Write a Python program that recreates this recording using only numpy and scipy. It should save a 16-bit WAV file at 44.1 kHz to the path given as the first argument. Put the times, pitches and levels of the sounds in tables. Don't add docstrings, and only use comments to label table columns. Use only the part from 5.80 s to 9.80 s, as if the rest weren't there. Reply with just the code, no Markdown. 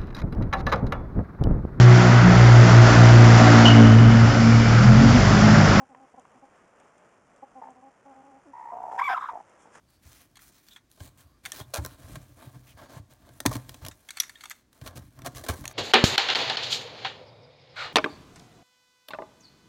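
import sys
import numpy as np
from scipy import signal
from scipy.fft import rfft, irfft
from scipy.io import wavfile
from scipy.ndimage import uniform_filter1d

SR = 44100
rng = np.random.default_rng(int(sys.argv[2]) if len(sys.argv) > 2 else 0)


def dump(signal):
    limited = np.clip(np.atleast_2d(signal).T, -1, 1)
    pcm = np.round(limited * 32767).astype(np.int16)
    wavfile.write(sys.argv[1], SR, pcm)


N = 176400
T = np.arange(N) / SR

# frequency in Hz, gain in dB.
HUSH_EQ = [(15, -42), (25, -13.5), (187, -2.5), (317, -4.5), (606, -0.5), (1220, -6), (3100, -22),
           (4030, -36), (7700, -26), (10000, -58), (16900, -120)]
# time in seconds, level in dB.
RUSTLE_RIDE = [(2.6, -67), (3.05, -64), (3.13, -56.5), (3.3, -55), (3.62, -64), (3.92, -64), (3.955, -49.5),
               (4, -60)]
# frequency in Hz, gain in dB.
RUSTLE_EQ = [(100, -5.5), (1300, 9), (2500, -2), (4200, -18), (5500, -5.5), (7800, -6.5)]

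# start and length in seconds, level in dB, opening and closing pitch in Hz.
CLUCK_NOTES = [(-.005, 0.056, -48.5, 277.3, 257), (0.091, 0.058, -54.5, 284, 243),
               (0.155, 0.05, -56.5, 256.5, 262), (0.193, 0.071, -55, 281.7, 251.6),
               (0.339, 0.013, -48, 252, 242), (0.372, 0.036, -46, 275, 232), (0.543, 0.052, -59, 258, 240),
               (0.621, 0.042, -51, 268, 270), (1.623, 0.029, -40, 269, 275),
               (1.75, 0.062, -47, 270.2, 246.6), (1.846, 0.09, -52, 264.6, 252),
               (1.952, 0.065, -56, 247.7, 262), (2.018, 0.087, -52.5, 264.7, 268),
               (2.251, 0.092, -50.5, 281.3, 267.4), (2.346, 0.083, -54, 272.5, 261),
               (2.43, 0.094, -54, 273, 274.5), (2.505, 0.097, -55.5, 267.2, 269.5),
               (3.854, 0.0076, -50, 286, 266), (3.871, 0.0076, -50, 286, 262)]
# frequency in Hz, gain in dB.
SHUT_BEAK_EQ = [(260, -5), (520, -7), (800, 2), (1060, -10), (1350, -39), (3500, -51)]
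# time in seconds, pitch in Hz, level in dB.
COO_CONTOUR = [(2.654, 372.5, -62), (2.662, 343, -52.5), (2.677, 277, -53.5), (2.70, 287, -52.5),
               (2.717, 263, -58), (2.728, 256, -69)]
# frequency in Hz, gain in dB.
COO_EQ = [(290, -7.5), (750, -17), (3000, -49)]

# start in seconds, peak in dB.
PECK_HITS = [(.148, -37), (.452, -44), (3.117, -33), (3.955, -41)]
SNAP_HITS = [(.3965, -40), (1.0001, -43.5), (1.1812, -48), (1.5614, -47), (1.9051, -44), (3.6955, -45)]
STEP_HITS = [(3.126, -33.5)]
# frequency in Hz, gain in dB.
PECK_EQ = [(100, -18), (1000, 13.5), (2000, -3.5), (3000, -13.5), (4200, -33), (7800, -20)]
GRASS_EQ = [(500, -20), (2000, -33), (3400, 8), (4200, -32), (5500, 4), (7800, 7.5)]
STEP_EQ = [(90, -45), (380, -0.5), (900, -5), (2500, -39)]

# first and last beat in seconds, beats per second, pitch swing as a fraction,
# roughness from 0 to 1, hoarseness in dB relative to the upper tone.
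TRILL_BURSTS = [(1.823, 1.889, 61, .1, .35, -19), (2.739, 2.906, 66, .1, .14, -20),
                (2.923, 3.022, 60.5, .17, .26, -29), (3.038, 3.179, 64, .17, .26, -28),
                (3.525, 3.607, 62.5, .2, .38, -20)]
# time in seconds, upper pitch in Hz, upper and lower level in dB.
TRILL_CONTOUR = [(1.823, 922, -43, -46), (1.84, 864, -40.5, -61), (1.862, 903, -53, -86),
                 (1.889, 930, -46, -46.5), (2.739, 926, -42.5, -65), (2.79, 929, -40, -54),
                 (2.906, 924, -38, -68), (2.925, 923, -37, -35.5), (2.98, 915, -43.5, -40),
                 (3.125, 890, -35, -39.5), (3.18, 931, -40.5, -34), (3.53, 870.4, -42, -40.5),
                 (3.607, 776, -45.5, -57)]
# frequency in Hz, gain in dB.
HOARSE_EQ = [(900, -30), (1600, -9.5), (1920, 1.5), (2200, -1.5), (2800, -23)]
TONE_JITTER = 0.029

# time in seconds, pitch in Hz, fundamental and octave level in dB.
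CRY_CONTOUR = [(3.178, 943.5, -33, -70), (3.186, 989, -31, -62), (3.191, 887, -36, -33.5),
               (3.197, 991, -21.5, -34.5), (3.203, 1143, -38.5, -38), (3.21, 938, -34, -62),
               (3.219, 1018, -17.5, -36), (3.227, 1166, -35, -38), (3.234, 1176, -25.5, -44),
               (3.242, 1145, -49, -31.5), (3.256, 1142, -30.5, -34), (3.27, 1137, -39.5, -30),
               (3.276, 1128, -28.5, -39), (3.283, 1028, -22.5, -29), (3.292, 1008, -35, -70),
               (3.302, 954, -25.5, -54), (3.311, 1104, -44, -44), (3.34, 1413, -49, -58),
               (3.348, 1310, -22, -53), (3.358, 1446, -39, -55)]
CRY_HARMONICS = [-19.5, -34, -34, -35, -28]
# time in seconds, pulse rate in Hz, level in dB.
RASP_CONTOUR = [(3.18, 257.7, -46), (3.195, 271.6, -28), (3.222, 258.5, -43.5), (3.28, 262.6, -55.5),
                (3.292, 264.6, -25.5), (3.305, 257.2, -26), (3.322, 260.6, -28), (3.338, 259.4, -27),
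                (3.348, 250, -48)]
# frequency in Hz, gain in dB.
OPEN_BEAK_EQ = [(250, -60), (520, -47), (760, 3.5), (1060, -2), (1320, -7.5), (1600, 3), (1900, -14),
                (2250, -12.5), (2750, -26), (3550, -19), (4200, -42.5), (5100, -25), (6000, -42)]
# time in seconds, level in dB.
LOWER_TONE_RIDE = [(3.297, -42), (3.305, -23), (3.314, -40), (3.329, -40), (3.338, -24), (3.346, -42)]
# time in seconds, bottom and top pitch in Hz, pre-EQ level in dB.
WARBLE_CONTOUR = [(3.357, 1060, 1400, -33.5), (3.381, 1000, 1370, -24.5), (3.396, 980, 1500, -41.5),
                  (3.412, 1260, 1950, -32), (3.43, 990, 1980, -30.5), (3.446, 1010, 1850, -32.5),
                  (3.461, 1150, 1900, -32.5), (3.477, 1330, 1900, -39), (3.491, 930, 1350, -28.5),
                  (3.516, 1000, 1250, -42)]
# frequency in Hz, gain in dB.
WARBLE_EQ = [(1150, 0), (1400, -7.5), (1700, -19), (2100, -17.5), (2900, -30), (3750, -18), (4300, -42)]

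# midpoint and length in seconds, level in dB.
SWISH_SWELLS = [(3.821, 0.092, -59), (3.958, 0.077, -57.5)]
# frequency in Hz, gain in dB.
MIRROR_EQ = [(8300, -2.5), (10000, -8), (12700, -21.5), (15000, -46.5)]


def amp(db):
    return 10 ** (np.asarray(db) / 20)


def unit_rms(x):
    return x / np.sqrt(np.mean(x ** 2) + 1e-20)


def eq_gain(eq, hz):
    points_hz, db = np.transpose(eq)
    return amp(np.interp(np.log(hz + 1), np.log(points_hz), db))


def equalize(x, eq):
    return irfft(rfft(x) * eq_gain(eq, np.fft.rfftfreq(len(x), 1 / SR)), len(x))


def noise(eq):
    return unit_rms(equalize(rng.standard_normal(N), eq))


def curves(rows):
    times, *columns = np.transpose(rows)
    return [np.interp(T, np.sort(times), column) for column in columns]


def during(rows):
    return uniform_filter1d(1. * ((T > rows[0][0]) & (T < rows[-1][0])), size=200)


def place(mix, start_s, sound):
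    at = round(start_s * SR)
    sound = sound[max(-at, 0):]
    part = mix[max(at, 0):][:len(sound)]
    part += sound[:len(part)]


def drift(hz):
    roll_off = np.exp(-(np.fft.rfftfreq(N, 1 / SR) / hz) ** 2)
    return unit_rms(irfft(rfft(rng.standard_normal(N)) * roll_off, N))


def phase_of(hz):
    return 2 * np.pi * np.cumsum(hz) / SR


def voice(hz, throat, bass_db=0, harmonics=12):
    phase = phase_of(hz)
    gains = [eq_gain(throat, k * hz) * amp(bass_db * (k == 1)) for k in range(1, harmonics + 1)]
    wave = sum(gain * np.cos(k * phase + k * k) for k, gain in enumerate(gains, 1))
    return wave / np.sqrt(sum(gain ** 2 for gain in gains) / 2)


def hush():
    level_db, crossover_hz = -61.5, 270
    air = noise(HUSH_EQ)
    bass = signal.sosfiltfilt(signal.butter(2, crossover_hz, fs=SR, output="sos"), air)
    highs = (air - bass) * amp(1.73 * drift(hz=7.5))
    lows = bass * unit_rms(amp(1.5 * drift(hz=14)))
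    return amp(level_db) * (highs + lows)


def rustle():
    grains_per_s = 2700
    grains = (rng.random(N) < grains_per_s / SR) * rng.standard_normal(N)
    accent_db = np.minimum(rng.exponential(1, N), 4)
    return amp(curves(RUSTLE_RIDE)[0]) * unit_rms(equalize(grains * amp(accent_db), RUSTLE_EQ))


def clucks():
    attack_s, release_s, arch = 0.0091, 0.022, 0.0077
    out, wobble = np.zeros(N), 1 + 0.0188 * drift(hz=98)
    mean_db = np.mean([row[2] for row in CLUCK_NOTES])
    for start, length, db, from_hz, to_hz in CLUCK_NOTES:
        t = np.arange(0, length, 1 / SR)
        progress = t / length
        hz = from_hz + (to_hz - from_hz) * progress
        hz *= 1 + arch * (np.sin(np.pi * progress) - .5)
        hz *= np.interp(start + t, T, wobble)
        envelope = np.minimum(t / attack_s, 1) * np.minimum((length - t) / release_s, 1)
        bass_db = -0.5 * (db - mean_db)
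        place(out, start, amp(db) * envelope / envelope.max() * voice(hz, SHUT_BEAK_EQ, bass_db))
    coo_hz, coo_db = curves(COO_CONTOUR)
    return out + during(COO_CONTOUR) * amp(coo_db) * voice(coo_hz * wobble, COO_EQ, harmonics=6)


def impacts(hits, eq, decay_s):
    out, t = np.zeros(N), np.arange(SR // 16) / SR
    for start, peak_db in hits:
        burst = rng.standard_normal(len(t)) * np.exp(-t / decay_s)
        burst = equalize(np.pad(burst, (len(t), 0)), eq)
        place(out, start - len(t) / SR, amp(peak_db) * burst / abs(burst).max())
    return out


def trills():
    lower_hz, wander_depth, accent_spread_db, sharpness = 728, .024, 1.9, 1.4
    out = np.zeros(N)
    upper_hz, upper_db, lower_db = curves(TRILL_CONTOUR)
    upper_jitter, lower_jitter = 1 + TONE_JITTER * drift(hz=324), 1 + TONE_JITTER * drift(hz=200)
    flutter, timing_wobble = drift(hz=450), drift(hz=30)
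    upper_pitch = upper_hz * upper_jitter * (1 + wander_depth * drift(hz=31))
    lower_pitch = lower_hz * lower_jitter * (1 + wander_depth * drift(hz=17))
    air = noise(HOARSE_EQ)
    for first, last, rate, swing, rough, hoarse_db in TRILL_BURSTS:
        beat = (T - first) * rate + .5 + .25 * rough * timing_wobble
        on = (beat > 0) & (beat < round((last - first) * rate) + 1)
        offset = beat[on] % 1 - .5
        accents = amp(accent_spread_db * rng.standard_normal(64))
        strength = accents[beat[on].astype(int)] * (1 + rough * flutter[on])
        gate = abs(np.cos(np.pi * offset)) ** sharpness
        bend = 1 + swing * (2 * offset) ** 2
        upper_phase = phase_of(upper_pitch[on] * bend)
        lower_phase = phase_of(lower_pitch[on] * np.sqrt(bend))
        upper = gate * amp(upper_db[on]) * np.sin(upper_phase)
        lower = np.sqrt(gate) * amp(lower_db[on]) * np.sin(lower_phase)
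        octave = (1 - 2 * offset) * np.sin(2 * upper_phase)
        hoarse = amp(upper_db[on] + hoarse_db) * np.sqrt(gate) * (.5 * air[on] + octave)
        out[on] += np.sqrt(2) * strength * (upper + lower) + hoarse
    return out


def cry():
    jitter, flutter_hz = 0.014, 600
    hz, fundamental_db, octave_db = curves(CRY_CONTOUR)
    phase = phase_of(hz * (1 + jitter * drift(hz=378)))
    overtones = (1 + .11 * drift(flutter_hz)) * np.sin(2 * phase)
    for k, db in enumerate(CRY_HARMONICS, 3):
        overtones += amp(db) * (np.sin(k * phase) + .5 * drift(flutter_hz) * np.cos(k * phase))
    note = amp(fundamental_db) * np.sin(phase) + amp(octave_db) * overtones
    return during(CRY_CONTOUR) * np.sqrt(2) * note


def rasp():
    jitter, breath_mix, lower_hz = .055, .42, 751
    hz, db = curves(RASP_CONTOUR)
    hz = hz * (1 + jitter * drift(hz=194.8))
    puffs = rng.standard_normal(N) * (1 + np.cos(phase_of(hz)))
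    breath = unit_rms(equalize(puffs, OPEN_BEAK_EQ))
    grit = unit_rms(voice(hz, OPEN_BEAK_EQ, harmonics=28) + breath_mix * breath)
    lower_phase = phase_of(lower_hz * (1 + TONE_JITTER * drift(hz=193)))
    lower = np.sqrt(2) * amp(curves(LOWER_TONE_RIDE)[0]) * np.sin(lower_phase)
    return during(RASP_CONTOUR) * amp(db) * grit + during(LOWER_TONE_RIDE) * lower


def warble():
    swings_per_s, dip_at_s, jitter = 62.7, 3.381, .03
    dwell, overtone_db, breath_db = 1.8, -8, -16.5
    bottom_hz, top_hz, db = curves(WARBLE_CONTOUR)
    swing = abs(np.sin(np.pi * swings_per_s * (T - dip_at_s))) ** (2 * dwell)
    hz = (bottom_hz + (top_hz - bottom_hz) * swing) * (1 + jitter * drift(hz=380))
    phase = phase_of(hz)
    note = sum(eq_gain(WARBLE_EQ, k * hz) * amp(overtone_db * (k > 1)) * np.sin(k * phase)
               for k in range(1, 4))
    breath = amp(breath_db) * noise(OPEN_BEAK_EQ)
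    return during(WARBLE_CONTOUR) * amp(db) * (np.sqrt(2) * note + breath)


def swishes():
    swell = sum(amp(db) * np.cos(np.pi * np.clip((T - middle) / length, -.5, .5))
                for middle, length, db in SWISH_SWELLS)
    return swell * noise(GRASS_EQ)


def yard_scatter(dry):
    wet_db, t60_s, predelay_s = -17, .25, .004
    t = np.arange(SR // 2) / SR
    tail = rng.standard_normal(len(t)) * amp(-60 * t / t60_s) * (t > predelay_s)
    return amp(wet_db) * signal.fftconvolve(dry, tail / np.linalg.norm(tail))[:N]


def scene():
    pecks = impacts(PECK_HITS, PECK_EQ, decay_s=0.0033)
    snaps = impacts(SNAP_HITS, GRASS_EQ, decay_s=0.0022)
    step = impacts(STEP_HITS, STEP_EQ, decay_s=0.011)
    hens = clucks() + pecks + snaps + step + trills() + cry() + rasp() + warble()
    return (hens + yard_scatter(hens) + rustle() + swishes() + hush())[None]


def record(dry):
    def low_pass(x, hz):
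        return signal.oaconvolve(x, signal.firwin(1023, hz, window=("kaiser", 8), fs=SR), "same")
    recorder_rate_hz = 16000
    band = low_pass(dry[0], hz=7800)
    image = equalize(2 * band * np.cos(2 * np.pi * recorder_rate_hz * T), MIRROR_EQ)
    return low_pass(band + image, hz=15500)[None]


dry = scene()
out = record(dry)
dump(out)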